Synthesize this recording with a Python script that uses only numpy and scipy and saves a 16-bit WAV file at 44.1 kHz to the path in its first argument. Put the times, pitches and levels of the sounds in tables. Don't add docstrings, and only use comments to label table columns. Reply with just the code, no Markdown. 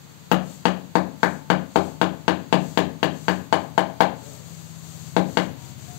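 import sys
import numpy as np
from scipy import signal
from scipy.fft import rfft, irfft
from scipy.io import wavfile
from scipy.ndimage import uniform_filter1d

SR = 44100
rng = np.random.default_rng(int(sys.argv[2]) if len(sys.argv) > 2 else 0)


def to_wav(s):
    ch = np.atleast_2d(s).T
    pcm = np.round(np.clip(ch, -1, 1) * 32767)
    wavfile.write(sys.argv[1], SR, pcm.astype(np.int16))


def invert_db(level):
    return 10 ** (np.asarray(level, dtype=float) / 20)


N = 263718


def shape(x, points):
    hz, db = np.transpose(points)
    f = np.fft.rfftfreq(len(x), 1 / SR) + 1
    gain = invert_db(np.interp(np.log(f), np.log(hz), db))
    return irfft(rfft(x) * gain, len(x))


def level(x, db):
    return x * invert_db(db) / np.sqrt(np.mean(x ** 2))


def noise(colour):
    return shape(rng.standard_normal(N), colour)


def ring(t, hz, t60, phase=0):
    return np.sin(2 * np.pi * hz * t + phase) * np.exp(-np.log(1000) * t / t60)


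def curve(rows):
    s, *columns = np.transpose(rows)
    return [np.interp(np.arange(N) / SR, s, c) for c in columns]


def walk(rate):
    k = int(SR / rate)
    steps = np.repeat(rng.standard_normal(N // k + 1), k)
    drift = uniform_filter1d(uniform_filter1d(steps, k), k)[:N]
    return drift / drift.std()


def engine(smear=0.57, rumble_db=-9):
    # (time [s], firing rate [Hz], thump level [dB], tenth-order drone level [dB])
    running = [(0, 17, -47.5, -49), (.5, 18.2, -43, -47), (1.5, 14.6, -51, -40.5), (2.5, 16.9, -42, -40.5),
               (3.5, 15.9, -43, -42), (4.2, 16.15, -39.5, -41.5), (4.5, 16.4, -40.5, -37.5),
               (4.8, 16.25, -42.5, -37), (5.1, 16.2, -37.5, -34.5), (5.5, 16.4, -36, -46),
               (5.98, 16.2, -35.5, -49)]
    # (order of the firing rate, level [dB])
    exhaust = [(5, -5), (6, -4.5), (7, -3.5), (8, 2.5), (9, -2.5), (10, -4), (11, -6), (12, -11), (13, -13),
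               (14, -9.5), (15, -11.5), (17, -16), (18, -29), (20, -15.5)]
    # (frequency [Hz], gain [dB])
    rumble_colour = [(50, -23), (90, -5), (160, -9), (260, -19), (400, -23)]
    hz, thump_db, drone_db = curve(running)
    turns = 2 * np.pi * np.cumsum(hz / SR)
    orders = 0
    for order, db in exhaust:
        loudness = invert_db(db + 1.5 * walk(4))
        orders = orders + loudness * np.cos(np.round(order) * turns + smear * walk(.7))
    rumble = level(noise(rumble_colour), rumble_db)
    thump = level(orders, 0) + rumble
    drone = np.sqrt(2) * np.sin(10 * turns + .4 * walk(8)) * invert_db(1.5 * walk(10))
    return thump * invert_db(thump_db) + drone * invert_db(drone_db)


def hiss(gain_db=7, rise_db_s=117, fall_db_s=73, rest_db=-55.5):
    # (start of hold [s], hold [s], level [dB])
    strokes = [(0.0, 0.26, -51), (0.5, 0.041, -44), (1.23, 0.11, -48), (1.755, .12, -46),
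               (2.64, 0.094, -43), (3.166, .2, -45.5), (3.6, 0.049, -52.5), (4.256, 0.1, -41.5),
               (4.46, 0.34, -45), (4.844, 0.24, -43), (5.313, 0.13, -46), (5.63, 0.061, -44),
               (5.826, .2, -42.5)]
    # (frequency [Hz], gain [dB])
    hiss_colour = [(700, -6.5), (2000, -15), (4000, -8.5), (7000, 2), (8300, 8), (8800, -8.5), (10500, -3),
                   (13500, -9)]
    t = np.arange(N) / SR
    envelope_db = np.full(N, rest_db)
    for s, hold, top_db in strokes:
        rise_db = rise_db_s * np.maximum(s - t, 0)
        fall_db = fall_db_s * np.maximum(t - s - hold, 0)
        envelope_db = np.maximum(envelope_db, top_db - rise_db - fall_db)
    return level(noise(hiss_colour), gain_db) * invert_db(envelope_db + walk(7.2))


def air():
    # (frequency [Hz], gain [dB])
    air_colour = [(50, 13), (90, -7), (200, 6.5), (500, -3.5), (1000, -1.5), (2500, -14), (15000, -47)]
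    return level(noise(air_colour), -49.5) * invert_db(walk(27))


def crack(chance, crack_s=0.0019):
    # (frequency [Hz], gain [dB])
    crack_colour = [(600, -26), (1800, -74), (2800, 18), (4500, 13.5), (7000, 9), (9000, 6), (13000, -15)]
    decay = np.exp(-np.arange(len(chance)) / SR / crack_s)
    burst = rfft(chance * decay)
    return shape(irfft(burst / abs(burst), len(chance)), crack_colour)


def tail(t):
    # (frequency [Hz], t60 [s])
    room_decay = [(80, 0.86), (200, 0.65), (500, 0.42), (1200, 0.33), (3000, 0.32), (6000, .25),
                  (12000, 0.078)]
    # (frequency [Hz], gain [dB])
    tail_colour = [(100, -11), (200, 6.5), (400, 0), (800, 3.5), (1600, 4), (3000, 4.5), (6000, 4.5),
                   (14000, 30)]
    hz, t60 = np.transpose(room_decay)
    spectrum, out = rfft(rng.standard_normal(len(t))), 0
    octave = np.log2(np.fft.rfftfreq(len(t), 1 / SR) + 1)
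    for centre in np.arange(6, 14.6, .5):
        band = irfft(spectrum * np.clip(1 - 2 * abs(octave - centre), 0, 1), len(t))
        band_t60 = np.interp(centre, np.log2(hz), t60)
        out = out + band * np.exp(-np.log(1000) * t / band_t60)
    return shape(out, tail_colour)


def room(t, count, tail_db=-33, modes_db=-49, early_db=-27, early_t60=0.092, spot_db=3.5, build_s=.004):
    # (delay [s], level [dB])
    echoes = [(.0017, -4), (.0046, -5), (.0097, -25.5), (.0167, -10.5), (.0282, -11.5)]
    # (frequency [Hz], level [dB], t60 [s])
    standing = [(89.2, -1, 0.7), (152.93, -0.5, 0.72), (183.1, 7.5, 0.45), (231, 0, 0.18), (267, -1, 0.14),
                (323.2, 1.5, 0.32), (395.2, 3.5, 0.27), (464.2, -5.5, 0.35), (536, -7, 0.39),
                (614, -15, 0.42), (656.6, -11.5, 0.45), (809, -3.5, 0.29), (882, -19.5, 0.83),
                (1072, -21, 0.48)]
    direct = np.zeros(len(t))
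    direct[0] = 1
    for k, (s, db) in enumerate(echoes):
        direct[int(s * SR)] += (-1) ** (k + 1) * invert_db(db)
    scatter = np.exp(-np.log(1000) * t / early_t60)
    diffuse = []
    for _ in range(4):
        late = invert_db(tail_db) * tail(t)
        early = invert_db(early_db) * scatter * rng.standard_normal(len(t))
        diffuse.append(late + early)
    place = np.cumsum(.7 * rng.standard_normal((count, 4)), axis=0) + 1
    place = place / np.linalg.norm(place, axis=1, keepdims=True)
    phases = rng.uniform(0, 2 * np.pi, len(standing))
    modes = np.array([invert_db(db) * ring(t, f, t60, p) for (f, db, t60), p in zip(standing, phases)])
    excite = invert_db(modes_db + spot_db * rng.standard_normal((count, len(modes))))
    build = 1 - np.exp(-t / build_s)
    return direct + build * (place @ np.array(diffuse) + excite @ modes)


def knocks(gain_db=-10, contact_s=0.00037, crack_db=3, lag_s=0.00055):
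    # (time [s], blow level [dB], hollowness [dB], snap [dB], grit [dB])
    blows = [(0.315, 1.5, -2.5, -1.5, -1), (0.654, 0, -1.5, -1.5, 1.5), (0.954, -0.5, 0.5, -2.5, -2),
             (1.231, 0, -3, 5, -2), (1.501, -1.5, -1, 3.5, 0.5), (1.758, 0, -0.5, -3.5, -1),
             (2.014, -1.5, 0, 0, 1.5), (2.28, -1.5, 0.5, 1, 1.5), (2.526, -0.5, 1.5, -1.5, 2),
             (2.774, -1.5, 3, 1.5, 4), (3.029, -2, 1, 1.5, 3), (3.282, -2, -1.5, 3.5, 1),
             (3.526, 2.5, -6, -2.5, -2), (3.778, 2, -6, -2, -3.5), (4.005, 3, -7, -3, -1.5),
             (5.165, -2.5, 2.5, -1, 1.5), (5.371, -0.5, -1, 1, 2.5)]
    # (frequency [Hz], level [dB], t60 [s])
    tile_modes = [(343, -6.5, 0.023), (660, 4.5, 0.0089), (835, 6, 0.0076), (1077, 6, .007),
                  (1608, 6.5, 0.0061), (2335, 5.5, 0.0044)]
    # (frequency [Hz], share of hollowness, share of snap, share of grit)
    knock_bands = [(180, 1, .3, 0), (380, 1, 0, 0), (850, 0, -.3, 0), (1700, 0, 1, 0), (3200, 0, 0, 1),
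                   (5000, 0, 0, 1), (9000, 0, 0, .3)]
    lead = 400
    t = np.arange(2 ** 15) / SR
    touch = t[:2000]
    space = room(t, count=len(blows))
    out = np.zeros(N + len(t))
    hz, *shares = np.transpose(knock_bands)
    chance = rng.standard_normal((len(blows), 2, len(tile_modes)))
    detune = 1 + .08 * uniform_filter1d(chance[:, 0], size=3, axis=0)
    push = np.hanning(int(contact_s * SR) + 3)
    grit = rng.standard_normal((len(blows), 256))
    for k, (s, blow_db, *colour_db) in enumerate(blows):
        tile = 0
        for m, (f, db, t60) in enumerate(tile_modes):
            tile = tile + invert_db(db + chance[k, 1, m]) * ring(touch, f * detune[k, m], t60)
        source = np.convolve(-tile, push / push.sum())[:len(touch)]
        source = source + invert_db(crack_db) * np.pad(crack(grit[k]), (0, len(touch) - grit.shape[1]))
        blow = signal.fftconvolve(source, space[k])[:len(t) - lead]
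        tone_db = blow_db + np.dot(colour_db, shares)
        blow = shape(np.pad(blow, (lead, 0)), list(zip(hz, tone_db)))
        start = int((s + lag_s) * SR) - lead
        out[start:start + len(t)] += blow
    small = signal.butter(2, 150, "high", fs=SR, output="sos")
    return invert_db(gain_db) * signal.sosfilt(small, out[:N])


def clanks(rise_s=.025):
    # (time [s], frequency [Hz], level [dB], t60 [s], rattle [radians])
    partials = [(4.2, 427, -42, 1, 1.3), (4.24, 272, -41, .6, 1), (4.28, 632, -42, .5, 2),
                (4.22, 558, -42, .8, 2.2), (4.38, 506, -43, .4, 2.1), (5.57, 948, -43, .65, .5),
                (5.58, 755, -46, .7, 1.4), (5.8, 633, -46, .4, 1.2), (5.87, 1670, -43, .2, .4),
                (5.87, 714, -33.5, .45, .2), (5.8, 435, -49, .6, 1.4), (5.92, 420, -42, .4, .4)]
    out = 0
    for s, hz, db, t60, rattle in partials:
        t = np.maximum(np.arange(N) / SR - s, 0)
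        swell = 1 - np.exp(-t / rise_s)
        loudness = invert_db(db + 1.5 * rattle * walk(30))
        out = out + loudness * swell * ring(t, hz, t60, rattle * walk(40))
    return out


def scene():
    left = engine() + hiss() + air() + knocks() + clanks()
    return np.array([left, np.zeros(N)])


def amplifier_noise(db):
    # (frequency [Hz], gain [dB])
    amplifier_colour = [(45, -16), (85, -1), (200, 1), (500, -2), (1100, -6.5), (2400, -9.5), (4000, -8.5),
                        (16000, -8.5)]
    return level(noise(amplifier_colour), db)


def clip_treble_stepped(noisy, top_hz=15750):
    # (from frequency [Hz], gain [dB])
    treble_steps = [(0, 0), (4780, -8), (6130, -3), (6890, -6.5), (7660, -12), (8500, -16), (9050, -13.5),
                    (11600, -7.5)]
    f = np.fft.rfftfreq(N, 1 / SR)
    edge, db = np.transpose(treble_steps)
    gain = invert_db(db[np.searchsorted(edge, f, "right") - 1])
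    clipped = np.clip(irfft(rfft(noisy) * gain, N), -1, 1)
    return irfft(rfft(clipped) * (f < top_hz), N)


def roll_off(x):
    return signal.sosfilt(signal.butter(12, 16440, fs=SR, output="sos"), x)


def record(dry):
    bass_cut = signal.butter(4, 74, "high", fs=SR, output="sos")
    left, right = signal.sosfilt(bass_cut, dry)
    noisy = np.array([left + amplifier_noise(-53.5), right + amplifier_noise(-46.6)])
    return roll_off(clip_treble_stepped(noisy))


dry = scene()
out = record(dry)
to_wav(out)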